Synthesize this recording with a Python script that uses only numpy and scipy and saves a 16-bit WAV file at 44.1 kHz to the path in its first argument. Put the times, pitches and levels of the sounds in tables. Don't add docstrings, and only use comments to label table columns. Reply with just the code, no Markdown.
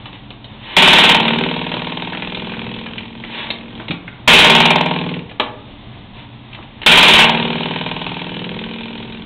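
import sys
import numpy as np
from scipy import signal
from scipy.io import wavfile
from scipy.ndimage import uniform_filter1d

SR = 44100
rng = np.random.default_rng(int(sys.argv[2]) if len(sys.argv) > 2 else 0)


def unload_audio(sound):
    columns = np.transpose(np.atleast_2d(sound))
    steps = np.round(np.clip(columns, -1, 1) * 32767)
    wavfile.write(sys.argv[1], SR, steps.astype(np.int16))


def gain_from_decibels(decibels):
    exponent = np.asarray(decibels, float) / 20
    return 10 ** exponent


N = 407925


def twang(rows, swing, manner):
    # [f/Hz, width/Hz, level/dB]
    steel = [(1529, 400, -8), (1950, 265, -3), (2192, 314, 1.5), (2449, 553, 11.5), (2933.5, 465, 12),
             (3250, 285, 8), (3655.6, 275, 0), (4012, 53, -15.5), (4004, 220, -4.5)]
    # [f/Hz, width/Hz, level/dB]
    board_knock = [(619, 47, -10.5), (746, 72, -6.5), (808, 78, -8), (925, 102, 2), (1070, 79, -8),
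                   (1350, 220, -7)]
    # [f/Hz, width/Hz, level/dB]
    cavity = [(385.3, 19.3, -8), (463.4, 60.3, 2.5), (542, 57, -8.5)]
    # [f/Hz, width/Hz, level/dB]
    board_boom = [(157.8, 14, -2), (184.3, 18, 0.5), (229.3, 13, -2), (250.3, 8.2, -0.5), (290.5, 16, -5.5),
                  (319, 20, -7.5)]
    # [most/dB, offset/dB, share of clap force, fade/dB per s, share of back clap]
    knock_law = (-17.5, -3, 1.04, 0.9, -0.23)
    hollow_law = (-27, -12, 0.75, 1, 0.4)
    boom_law = (-23.5, -13.5, .5, 2.08, 0.34)
    back_at = 0.52
    tight_db, loose_db = -35.5, -7.5
    knock_lag = SR // 600

    s, *columns = np.transpose(rows)
    t = np.arange(swing[0][0], s[-1], 1 / SR)
    age = t - t[0]
    clap_db, back_db = (np.interp(t, s, c) for c in columns)
    lead, loose, board_db, damping = manner
    knock_db = board_db + follow(knock_law, clap_db, back_db, age)
    hollow_db = board_db + follow(hollow_law, clap_db, back_db, age)
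    boom_db = board_db + follow(boom_law, clap_db, back_db, age)

    turns = np.cumsum(np.interp(t, *np.transpose(swing))) / SR + lead * np.minimum(3 * age, 1)
    since_front, since_back = turns % 1, (turns - back_at) % 1
    luck = rng.standard_normal((100, 2))[turns.astype(int)].T
    volley = clap_volley(since_front) * gain_from_decibels(1.2 * luck[0])
    volley = volley + clap_volley(since_back) * gain_from_decibels(back_db + 1.2 * luck[1])

    looseness = np.clip((clap_db - tight_db) / (loose_db - tight_db), 0, 1)
    share = np.clip(loose * looseness ** 2, 0, 1)
    chatter = 0.81 + 1.9 * np.exp(-since_front / 0.19)
    hits = rng.standard_normal(len(t)) * (rng.random(len(t)) < 7000 / SR)
    drive = hits * ((1 - share) * evened(volley) + share * chatter)
    front = passing(turns, 0) * gain_from_decibels(0.41 * luck[0])
    back = passing(turns, back_at)

    overload_db = 1.05 * np.maximum(clap_db + 12, 0)
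    coils = gain_from_decibels(clap_db + overload_db) * steady(ring(drive, steel, lag=0.001986))

    thuds = np.roll(front + 0.2 * gain_from_decibels(back_db) * back, knock_lag)
    knock = steady(ring(thuds + 0.016 * share * drive, board_knock, rise=0.0049))
    knock = gain_from_decibels(knock_db + overload_db) * knock

    hollow = steady(ring(front - 0.19 * back + 0.06 * share * drive, cavity, rise=0.005))
    hollow = gain_from_decibels(hollow_db + 1.7 * overload_db) * hollow

    thump = steady(ring(front - 0.25 * back + 0.049 * share * drive, board_boom, rise=0.0018))
    boom = gain_from_decibels(-11) * thump + gain_from_decibels(3.5) * steady(wire_hum(turns))
    boom = gain_from_decibels(boom_db + 0.3 * overload_db) * boom

    fade = np.minimum((s[-1] - t) / damping, 1)
    return t[0], np.array([coils + knock + hollow, boom]) * fade


def clap_volley(since):
    return since / 0.025 * np.exp(-since / 0.036) + 0.42 * np.exp(-since / 0.37)


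def passing(turns, place):
    return np.diff(np.floor(turns - place), prepend=-1) > 0


def follow(law, clap_db, back_db, age):
    most_db, offset_db, share, fade, plane = law
    return np.minimum(most_db, offset_db + share * clap_db - fade * age + plane * back_db)


def wire_hum(turns):
    # [f/Hz, width/Hz, level/dB]
    passed = [(80, 20, -8), (120, 18, -12), (158, 26, -3), (181, 24, 1), (229, 18, 3), (256, 22, -1),
              (292, 16, -9), (318, 22, -6)]
    hz = np.arange(400.)
    k = np.arange(4, 18)[:, None]
    answer = sum(gain_from_decibels(db) / (1 + (2 * (hz - f) / width) ** 2) ** 2 for f, width, db in passed)
    rate = uniform_filter1d(np.gradient(turns) * SR, SR // 20)
    waves = np.sin(2 * np.pi * (k * turns + rng.random(k.shape)))
    return (np.interp(k * rate, hz, answer) * waves).sum(0)


def ring(x, modes, rise=0.00012, lag=0):
    body = np.zeros(SR // 8)
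    for k, (hz, width, db) in enumerate(modes):
        late = lag * np.log2(modes[-1][0] / hz)
        t = np.maximum(np.arange(len(body)) / SR - late, 0)
        envelope = (1 - np.exp(-t / rise)) * np.exp(-np.pi * width * t)
        body += (-1) ** k * gain_from_decibels(db) * envelope * np.sin(2 * np.pi * hz * t)
    return signal.oaconvolve(x, body)[:len(x)]


def tick(s, db, hz, knock_db):
    t60 = np.array([[0.052], [0.071]])  # tile, floor, s
    t = np.arange(SR // 5) / SR
    puff = rng.standard_normal((2, len(t))) * gain_from_decibels(-60 * t / t60)
    high = ring(puff[0], [(0.67 * hz, 900, -6), (hz, 1200, 0)], rise=.0001)
    low = coloured(puff[1], [(120, -18), (300, 7.5), (900, 8.0), (1600, -3.5), (2500, -19.5), (4000, -38)])
    return s, gain_from_decibels(db) * high / abs(high).max() + gain_from_decibels(knock_db) * low / abs(low).max()


def step(s, db, hz, t60):
    t = np.arange(SR // 3) / SR
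    tones = np.sin(2 * np.pi * hz * t)
    tones += .5 * np.sin(2 * np.pi * 1.3 * hz * t)
    tones += 0.62 * np.sin(2 * np.pi * 1.5 * hz * t)
    return s, gain_from_decibels(db - 60 * t / t60) * (1 - np.exp(-t / 0.0035)) * tones


def scuff(s, swell, release, db):
    # [f/Hz, level/dB]
    friction = [(120, -45.5), (200, -7), (632, -5.5), (710, -8.5), (908, 1), (1300, -11), (1730, -2.5),
                (3530, 1), (4400, -13.5), (5720, -54.5), (9680, -120)]
    ends_db = -24.5
    grains = rng.standard_normal(SR // 2) * (rng.random(SR // 2) < 12000 / SR)
    t = np.arange(-swell, release, 1 / SR)[:SR // 2]
    away = np.where(t < 0, t / swell, t / release)
    stroke = gain_from_decibels(db - 3.5 + ends_db * away ** 2) * signal.windows.tukey(len(t), .1)
    return s - swell, stroke * evened(coloured(grains, friction))[:len(t)]


def room(x):
    # [f/Hz, t60/s]
    decay = [(150, 0.63), (500, 0.69), (1500, 0.47), (4000, 0.24)]
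    taps = np.zeros(SR // 2)
    at = np.arange(120, SR // 2 - 20, 20)
    taps[at + rng.integers(0, 20, len(at))] = rng.choice([-1., 1.], len(at))
    hz, t, z = signal.stft(taps, SR, nperseg=256)
    dying = gain_from_decibels(-60 * t / read(decay, hz)[:, None])
    tail = signal.istft(z * dying, SR, nperseg=256)[1]
    return signal.oaconvolve(x, tail / np.linalg.norm(tail))[:N]


def background():
    # [f/Hz, level/dB]
    hiss_colour = [(12, -44.5), (20, -11), (85, -13.5), (123, -2), (150, -17.5), (226, -7), (253, -20),
                   (407, -21.5), (436, -25.5), (986, -22), (1380, -31.5), (3670, -25.5), (4500, -48.5),
                   (5850, -85.5), (9900, -120)]
    # [f/Hz, width/Hz, level/dB]
    fan = [(119, 8, -73.5), (205, 12, -63), (286, 15, -43.5)]
    noise = rng.standard_normal((2 + len(fan), N))
    drift = evened(uniform_filter1d(uniform_filter1d(noise[0], 3000), 3000))
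    mix = gain_from_decibels(-30.5 - 1.5 + 1.5 * drift) * evened(coloured(noise[1], hiss_colour))
    for n, (hz, width, db) in zip(noise[2:], fan):
        mix = mix + gain_from_decibels(db) * evened(ring(n, [(hz, width, 0)]))
    return mix


def evened(x):
    return x / np.sqrt(np.mean(x ** 2) + 1e-20)


def steady(x):
    power = uniform_filter1d(x ** 2, SR // 5, mode="reflect")
    return x / np.sqrt(power + 1e-9 * np.mean(x ** 2))


def read(points, hz):
    f, value = np.transpose(points)
    return np.interp(np.log(hz + 1), np.log(f + 1), value)


def coloured(x, points):
    gain = np.log(gain_from_decibels(read(points, abs(np.fft.fftfreq(8192, 1 / SR)))))
    taps = np.fft.ifft(np.exp(np.conj(signal.hilbert(gain)))).real[:2048]
    taps = taps.reshape((1,) * (x.ndim - 1) + (-1,))
    return signal.oaconvolve(x, taps, axes=-1)[..., :x.shape[-1]]


def add(mix, s, sound):
    part = mix[..., round(s * SR):][..., :sound.shape[-1]]
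    part += sound[..., :part.shape[-1]]


def scene():
    # [t/s, clap level/dB, back against front clap level/dB]
    claps = [
        [(.765, -8, -2), (1.12, -9, -10.5), (1.2, -16, 6), (1.31, -19.5, 11), (1.65, -28, -4), (1.9, -28.5, -5),
         (2.75, -33, 3), (3.1, -40, -4.5), (3.85, -41.5, 4)],
        [(4.275, -4.5, -3), (4.45, -8.5, -5.5), (4.7, -12, -11.5), (4.82, -20, -6.5), (5.0, -27, -0.5),
         (5.1, -32, 5.5), (5.18, -35.5, 6.5), (5.27, -65, 1)],
        [(6.861, -6.5, 1), (7.22, -8, -0.5), (7.3, -15, -5.5), (7.37, -22.5, 7), (7.75, -26.5, -2),
         (8.0, -28, -7), (8.45, -31.5, 8.5), (8.85, -33.5, 2), (9.25, -40, 6.5)],
    ]
    # [t/s, swing rate/Hz]
    swings = [
        [(.765, 17.9), (1.113, 18.447), (1.461, 19.591), (1.809, 19.555), (2.156, 20.015), (2.504, 20.39),
         (2.852, 20.552), (3.9, 21)],
        [(4.275, 17.2), (4.6, 19.226), (4.925, 19.687), (5.35, 19.6)],
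        [(6.861, 17.55), (7.259, 19.131), (7.657, 19.396), (8.056, 19.804), (8.454, 20.171), (8.852, 20.742),
         (9.25, 20.6)],
    ]
    # [thud lead/share of a swing, looseness/0-1, board level/dB, end damping/s]
    manners = [
        (.1, 0.9, 0, 0.045),
        (.08, .7, 2, 0.049),
        (.07, 1, -0.5, 0.016),
    ]
    # [t/s, peak level/dB, bright centre f/Hz, low knock level/dB]
    claws = [(0.0562, -21, 3080, -27), (0.128, -27.5, 3430, -35), (0.304, -22.5, 3570, -28.5),
             (0.443, -23.5, 3660, -34), (1.7195, -15.5, 2510, -43), (2.1318, -16, 2120, -38),
             (2.2223, -16.5, 2390, -40), (2.3465, -14.5, 3350, -27), (2.536, -17, 2160, -45),
             (2.8618, -17.5, 2370, -33), (2.9798, -15.5, 3080, -50), (3.2375, -18, 2320, -27),
             (3.882, -15.5, 3240, -22.5), (4.078, -19, 2000, -45), (5.1386, -15, 2960, -41),
             (5.294, -27, 2980, -44), (5.312, -24.5, 2860, -29.5), (6.5286, -23.5, 3050, -47),
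             (6.5475, -22, 3030, -34), (6.626, -29, 2870, -48), (6.8162, -18, 3250, -24.5),
             (6.831, -13.5, 2760, -28.5)]
    # [t/s, peak level/dB, bright centre f/Hz, low knock level/dB]
    pads = [
        (1.7389, -11.5, 3250, -14.5),
        (2.148, -21, 1950, -22),
        (3.5021, -6.5, 3600, -21),
        (3.7968, -25, 2130, -23),
        (3.9066, -11, 3400, -17),
        (5.3974, -3, 3100, -7),
        (6.586, -37, 2570, -26),
    ]
    # [t/s, peak level/dB, f/Hz, t60/s]
    heel = [
        (3.9, -11.5, 174.3, 0.11),
    ]
    # [strongest t/s, swell/s, release/s, level/dB]
    strokes = [
        (.062, 0.029, .05, -37),
        (.154, 0.045, 0.02, -38),
        (.72, 0.16, 0.21, -28.5),
        (3.38, 0.15, 0.17, -25.5),
        (3.8, 0.019, 0.058, -36),
        (6.19, 0.068, .07, -39),
        (6.535, 0.018, .08, -47),
        (6.632, .015, 0.018, -41),
        (6.789, .14, .05, -49),
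    ]
    # [f/Hz, level/dB]
    thin_board = [(40, -23), (100, -12), (150, -0.5)]

    spring, (small, slides) = np.zeros((2, 2, N))
    for flick in zip(claps, swings, manners):
        add(spring, *twang(*flick))
    high, boom = coloured(spring, thin_board)
    for row in claws + pads:
        add(small, *tick(*row))
    add(small, *step(*heel[0]))
    for row in strokes:
        add(slides, *scuff(*row))
    wet = room(gain_from_decibels(-8) * high + gain_from_decibels(-17) * boom + gain_from_decibels(-6.0) * small + gain_from_decibels(-0.5) * slides)
    return (high + boom + small + slides + wet)[None]


def low_pass(x):
    return signal.sosfilt(signal.butter(12, 17070, fs=SR, output="sos"), x)


def record(dry):
    # [f/Hz, level/dB]
    narrow = [(3400, 0.5), (3900, 0.5), (4300, -6), (4600, -40.5), (5000, -92)]
    # [f/Hz, level/dB]
    dulling = [(4000, -0.5), (5000, -6), (9000, -9), (12000, -10), (15800, -10), (16500, -46.5)]
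    ceiling = 0.71
    heard = coloured(dry[0], narrow) + coloured(background(), [(4400, -5), (4700, -53)])
    clipped = coloured(np.clip(heard, -ceiling, ceiling), dulling)
    return low_pass(clipped[None])


dry = scene()
out = record(dry)
unload_audio(out)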